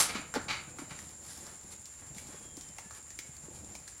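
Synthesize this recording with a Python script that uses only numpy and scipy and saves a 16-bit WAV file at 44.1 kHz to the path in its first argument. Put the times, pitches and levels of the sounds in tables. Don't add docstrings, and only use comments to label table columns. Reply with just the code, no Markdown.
import sys
import numpy as np
from scipy import signal
from scipy.fft import rfft, irfft, next_fast_len
from scipy.io import wavfile
from scipy.ndimage import map_coordinates

SR = 44100
rng = np.random.default_rng(int(sys.argv[2]) if len(sys.argv) > 2 else 0)


def master(y):
    cut = np.clip(np.atleast_2d(y).T, -1, 1)
    pcm = np.round(cut * 32767)
    wavfile.write(sys.argv[1], SR, pcm.astype(np.int16))


N = 176400
TIME = np.arange(N) / SR


def amp(db):
    return 10 ** (np.asarray(db) / 20)


def unit(x):
    return x / np.sqrt(np.mean(x ** 2) + 1e-20)


def along(points, hz):
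    freqs, values = np.transpose(points)
    return np.interp(np.log(hz + 1), np.log(freqs + 1), values)


def wobble(rate):
    return map_coordinates(rng.standard_normal(int(N * rate / SR) + 4), [TIME * rate])


def filtered(x, response):
    size = next_fast_len(N + SR // 2)
    return irfft(rfft(x, size) * response(np.fft.rfftfreq(size, 1 / SR)), size)[:N]


def coloured(x, spectrum):
    return unit(filtered(x, lambda hz: amp(along(spectrum, hz))))


def noise(spectrum):
    return coloured(rng.standard_normal(N), spectrum)


def tone(hz):
    return np.sqrt(2) * np.sin(2 * np.pi * np.cumsum(hz) / SR)


def stroke(start, rise, t60):
    t = TIME - start
    return np.clip(t / rise, 0, 1) * amp(-60 * np.maximum(t - rise, 0) / t60)


def resonance(hz, centre, width):
    return 1j * hz * width / (centre ** 2 - hz ** 2 + 1j * hz * width)


def ringing(modes):
    def response(hz):
        return sum((-1) ** k * amp(db) * resonance(hz, centre, width)
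                   for k, (centre, width, db) in enumerate(modes))
    return unit(filtered(rng.standard_normal(N), response))


def crunch(spectrum, grains_per_s=2600):
    grains = unit(rng.standard_normal(N) * (rng.random(N) < grains_per_s / SR))
    return coloured(grains + rng.standard_normal(N), spectrum)


# (frequency [Hz], relative density [dB])
AIR_SPECTRUM = [(20, -48), (45, 2.5), (80, -1.5), (130, -3), (300, -14.5), (800, -14), (2000, -13.5),
                (3500, -21), (6000, -16), (8000, -15.5), (8700, -11), (9800, -9.5), (11000, -25.5),
                (13000, -25), (15500, -42)]


def open_air(level_db=-57.5):
    return amp(level_db + 1.6 * wobble(29.84)) * noise(AIR_SPECTRUM)


def far_hum(pitch_hz=76.2, level_db=-67):
    return amp(level_db) * tone(pitch_hz + 1.47 * wobble(8.3))


# (frequency [Hz], relative density [dB])
CHORUS_SPECTRUM = [(6000, -33), (6600, -20), (6950, -5.5), (7200, -7.5), (7340, -2.5), (7480, -8),
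                   (7750, -19.5), (8300, -38.5)]


def insects(chorus_db=-52.5, singer_db=-59, chirp_db=-60):
    singer_hz, wander_hz = 7350, 52.14
    chirp_hz, width_hz, period_s, first_s = 8990, 130, 0.1235, 0.08
    chorus = unit(noise(CHORUS_SPECTRUM) * amp(0.5 * wobble(58)))
    singer = unit(tone(singer_hz + wander_hz * wobble(130)) * amp(2.3 * wobble(60)))
    white = rng.standard_normal(N)
    buzz = unit(filtered(white, lambda hz: np.exp(-0.5 * ((hz - chirp_hz) / width_hz) ** 2)))
    pulses = np.cos(np.pi * (TIME - first_s) / period_s) ** 6
    return amp(chorus_db) * chorus + amp(singer_db) * singer + amp(chirp_db) * pulses * buzz


# (time [s], duration [s], first pitch [Hz], last pitch [Hz], level [dB])
BIRD_CALLS = [(2.219, 0.6, 3390, 3080, -68), (2.803, 0.22, 1750, 1735, -65)]


def far_birds(blur_hz=36, flutter_db=2):
    out = np.zeros(N)
    for start, length, first_hz, last_hz, db in BIRD_CALLS:
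        progress = np.clip((TIME - start) / length, 0, 1)
        envelope = amp(db + flutter_db * wobble(40)) * np.sin(np.pi * progress)
        glide = first_hz + (last_hz - first_hz) * np.sin(np.pi * progress / 2) ** 2
        out += envelope * tone(glide + blur_hz * wobble(160))
    return out


# (frequency [Hz], t60 [s])
TREE_DECAY = [(100, 0.055), (400, 0.14), (1500, 0.59), (4000, 0.4), (12000, 0.11)]


def tree_echo(x, level_db=-9.5):
    hz, t, bands = signal.stft(rng.standard_normal(SR), SR, nperseg=256)
    decay = amp(-60 * t / along(TREE_DECAY, hz)[:, None])
    _, tail = signal.istft(bands * decay, SR, nperseg=256)
    return amp(level_db) * signal.fftconvolve(x, tail / np.linalg.norm(tail))[:N]


# (time [s], level [dB])
RUMBLE_LEVELS = [(0, -51), (.2, -50.5), (.32, -59), (.43, -51.5), (.6, -55), (1.0, -56.5), (1.3, -63),
                 (1.45, -54), (1.6, -64), (1.72, -56.5), (1.9, -72), (2.1, -59.5), (2.33, -55), (2.4, -58),
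                 (2.75, -63.5), (3.35, -66), (3.47, -56.5), (3.7, -55), (3.85, -68)]
# (frequency [Hz], relative density [dB])
RUMBLE_SPECTRUM = [(30, -10), (70, 2.5), (130, 2), (250, -1.5), (500, -6), (1000, -12), (3000, -51)]


def shifting_earth(lump_db=2.5, lumps_per_s=70):
    level_db = np.interp(TIME, *np.transpose(RUMBLE_LEVELS))
    lumps = amp(lump_db * wobble(lumps_per_s))
    return amp(level_db) * unit(lumps * noise(RUMBLE_SPECTRUM))


# (frequency [Hz], relative density [dB])
SNAP_SPECTRUM = [(1500, -17), (3500, -4.5), (6500, 5.5), (8500, 0.5), (12000, -11.5), (16000, -11.5)]


def patter(crumbs_per_s=20, level_db=-51, spread_db=2.5, t60=0.009):
    sizes = amp(spread_db * np.clip(rng.standard_normal(N), -2, 2))
    landings = rng.random(N) < crumbs_per_s / SR
    decay = amp(-60 * np.arange(SR // 20) / SR / t60)
    envelope = signal.fftconvolve(sizes * landings, decay)[:N]
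    return amp(level_db) * envelope * noise(SNAP_SPECTRUM)


# (time [s], knock level [dB], knock pitch [Hz], snap level [dB])
TICK_IMPACTS = [(0.34, -32, 1450, -31), (0.7857, -40.5, 1360, -51), (0.99, -47, 1950, -39),
                (1.3763, -62, 2900, -41), (1.467, -47, 1090, -40), (1.856, -57, 2820, -37),
                (2.148, -58, 2610, -40.5), (2.183, -44.5, 2200, -36.5), (2.27, -61, 2970, -40),
                (2.5695, -61, 1990, -37.5), (2.6104, -57.5, 2310, -36.5), (2.784, -40.5, 2080, -38),
                (2.786, -39.5, 905, -43), (2.909, -44.5, 1170, -40.5), (3.105, -53, 1790, -41),
                (3.1895, -36, 2230, -29.5), (3.7517, -46, 2370, -37), (3.753, -47.5, 655, -43),
                (3.878, -47, 1630, -35)]


def ticks(rise_s=0.0004, roughness=0.6, spill_db=-14.5):
    knocks, snaps = np.zeros(N), np.zeros(N)
    for start, knock_db, pitch, snap_db in TICK_IMPACTS:
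        spill = amp(spill_db) * stroke(start, rise=0.0017, t60=0.12)
        b, a = signal.iirpeak(pitch, Q=1.4, fs=SR)
        rattle = unit(signal.lfilter(b, a, signal.lfilter(b, a, rng.standard_normal(N))))
        mode = np.sqrt(2) * np.sin(2 * np.pi * pitch * (TIME - start))
        knock = stroke(start, rise_s, t60=0.014) * (mode + roughness * rattle)
        knocks += amp(knock_db) * (knock + spill * rattle)
        snaps += amp(snap_db) * np.maximum(stroke(start, rise_s, t60=0.0042), spill)
    return knocks + snaps * noise(SNAP_SPECTRUM)


# (time [s], level [dB], pitch [Hz], swell time [s])
GROUND_THUDS = [(0.150, -33, 240, 0.006), (0.192, -40.5, 269, 0.0051), (0.358, -27, 450, 0.0044),
                (.365, -25.5, 287, 0.0057), (0.399, -41, 264, 0.0075), (.672, -47.5, 155, 0.008),
                (0.789, -40.5, 296, 0.0042), (0.817, -41, 286, 0.005), (0.912, -43, 158, 0.0064),
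                (2.1, -51.5, 160, 0.006), (2.164, -46, 180, 0.0042), (2.287, -46.5, 270, 0.0037),
                (2.342, -48, 420, 0.003), (2.453, -47.5, 327, 0.0027), (2.5735, -41, 285, 0.004),
                (2.857, -50, 205, 0.0053), (3.188, -49, 314, 0.0034), (3.289, -47, 150, 0.0068),
                (3.435, -48.5, 135, 0.0055), (3.482, -40, 350, 0.0032), (3.548, -46, 80, 0.0039),
                (3.587, -49, 99, 0.018), (3.643, -48, 335, 0.0033), (3.684, -47.5, 88, 0.0096),
                (3.749, -51, 81, 0.019)]
# (frequency [Hz], relative density [dB])
CRUMBLE_SPECTRUM = [(50, -7), (130, -3), (290, 6), (600, -3.5), (1000, -3.5), (3000, -51), (8000, -70)]


def ground_thuds(sag=0.56, sag_s=0.0064, roughness=0.28):
    out, crumble = np.zeros(N), noise(CRUMBLE_SPECTRUM)
    t = np.arange(SR // 8) / SR
    pitch_ratio = 1 + sag * (np.exp(-t / sag_s) - np.exp(-1))
    for start, db, pitch, swell in GROUND_THUDS:
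        span = slice(round(start * SR), round(start * SR) + len(t))
        push = (t / swell * np.exp(1 - t / swell)) ** 2
        vibration = tone(pitch * pitch_ratio)
        out[span] += amp(db) * push * (roughness * crumble[span] - (1 - roughness) * vibration)
    low_ring = filtered(out, lambda hz: resonance(hz, centre=277, width=8.5))
    return out + amp(-3) * low_ring


# (time [s], rise [s], t60 [s], soil level [dB], grit level [dB], dust level [dB])
GROUND_SCUFFS = [(0.0, 0.00032, 0.23, -31, -31, -21.5), (0.091, 0.0048, 0.36, -44, -41, -56),
                 (0.146, .01, 0.2, -50, -38.5, -54), (0.34, 0.017, 0.14, -31, -44, -47.5),
                 (0.481, 0.0037, 0.23, -51.5, -34.5, -60), (0.493, 0.016, 0.3, -47, -35, -57),
                 (0.784, 0.0032, 0.3, -50, -53, -51.5), (0.892, 0.021, 0.32, -53, -49, -58),
                 (.985, 0.01, 0.64, -66, -87, -54), (1.2, 0.11, 0.99, -59, -78, -49.5),
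                 (1.43, 0.05, 0.24, -56.5, -74.5, -60), (1.699, 0.026, 0.11, -61, -56.5, -49),
                 (2.015, 0.0058, 0.29, -57.5, -83, -77), (2.158, 0.009, 0.77, -77, -61, -53.5),
                 (2.28, 0.053, 0.32, -56.5, -65.5, -61), (2.565, 0.014, .35, -81, -77, -60),
                 (2.9, 0.08, 0.072, -60.5, -61.5, -55), (3.52, 0.037, 0.27, -81, -63.5, -55.5)]
# (frequency [Hz], relative density [dB])
SOIL_SPECTRUM = [(60, -18), (200, -4.5), (430, -0.5), (800, -2), (1300, 0.5), (1700, 0), (2500, -11),
                 (6000, -16.5), (12000, -60)]
GRIT_SPECTRUM = [(500, -10), (1450, 1), (1750, -3.5), (2200, -1), (2700, 0.5), (3400, -7), (3900, -4.5),
                 (4800, -5), (5400, -10.5), (6500, -8.5), (12000, -39)]
DUST_SPECTRUM = [(2000, -22.5), (4000, -12), (5500, -11), (7400, -8.5), (8500, -10.5), (10000, -8),
                 (11800, -17), (13500, -23.5), (16000, -36)]
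# (frequency [Hz], bandwidth [Hz], relative level [dB])
CLOD_MODES = [(1236, 21, 4.5), (1472, 23, 7.5), (2110, 36, 4), (2336, 75, 6.5), (2990, 69, -0.5),
              (3860, 88, -0.5), (4600, 29, 4)]
# (frequency [Hz], bandwidth [Hz], relative level [dB])
DUST_MODES = [(5600, 38, -12), (8680, 65, 4), (10020, 32, 3), (10270, 110, -5)]


def ground_scuffs(clump_db=1.6, clumps_per_s=220):
    soil_gain, grit_gain, dust_gain = sum(amp(levels)[:, None] * stroke(start, rise, t60)
                                          for start, rise, t60, *levels in GROUND_SCUFFS)
    clumps = crunch(GRIT_SPECTRUM) * amp(clump_db * wobble(clumps_per_s))
    grit = unit(clumps + amp(-2.5) * ringing(CLOD_MODES))
    dust = unit(crunch(DUST_SPECTRUM) + amp(-13) * ringing(DUST_MODES))
    return soil_gain * crunch(SOIL_SPECTRUM) + grit_gain * grit + dust_gain * dust


def scene():
    ground = ground_scuffs() + ground_thuds() + ticks() + shifting_earth() + patter()
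    ambience = open_air() + far_hum()
    return (ground + tree_echo(ground) + insects() + far_birds() + ambience)[None]


def record(dry):
    cutoff_hz = 15850
    return filtered(dry[0], lambda hz: hz < cutoff_hz)[None]


dry = scene()
out = record(dry)
master(out)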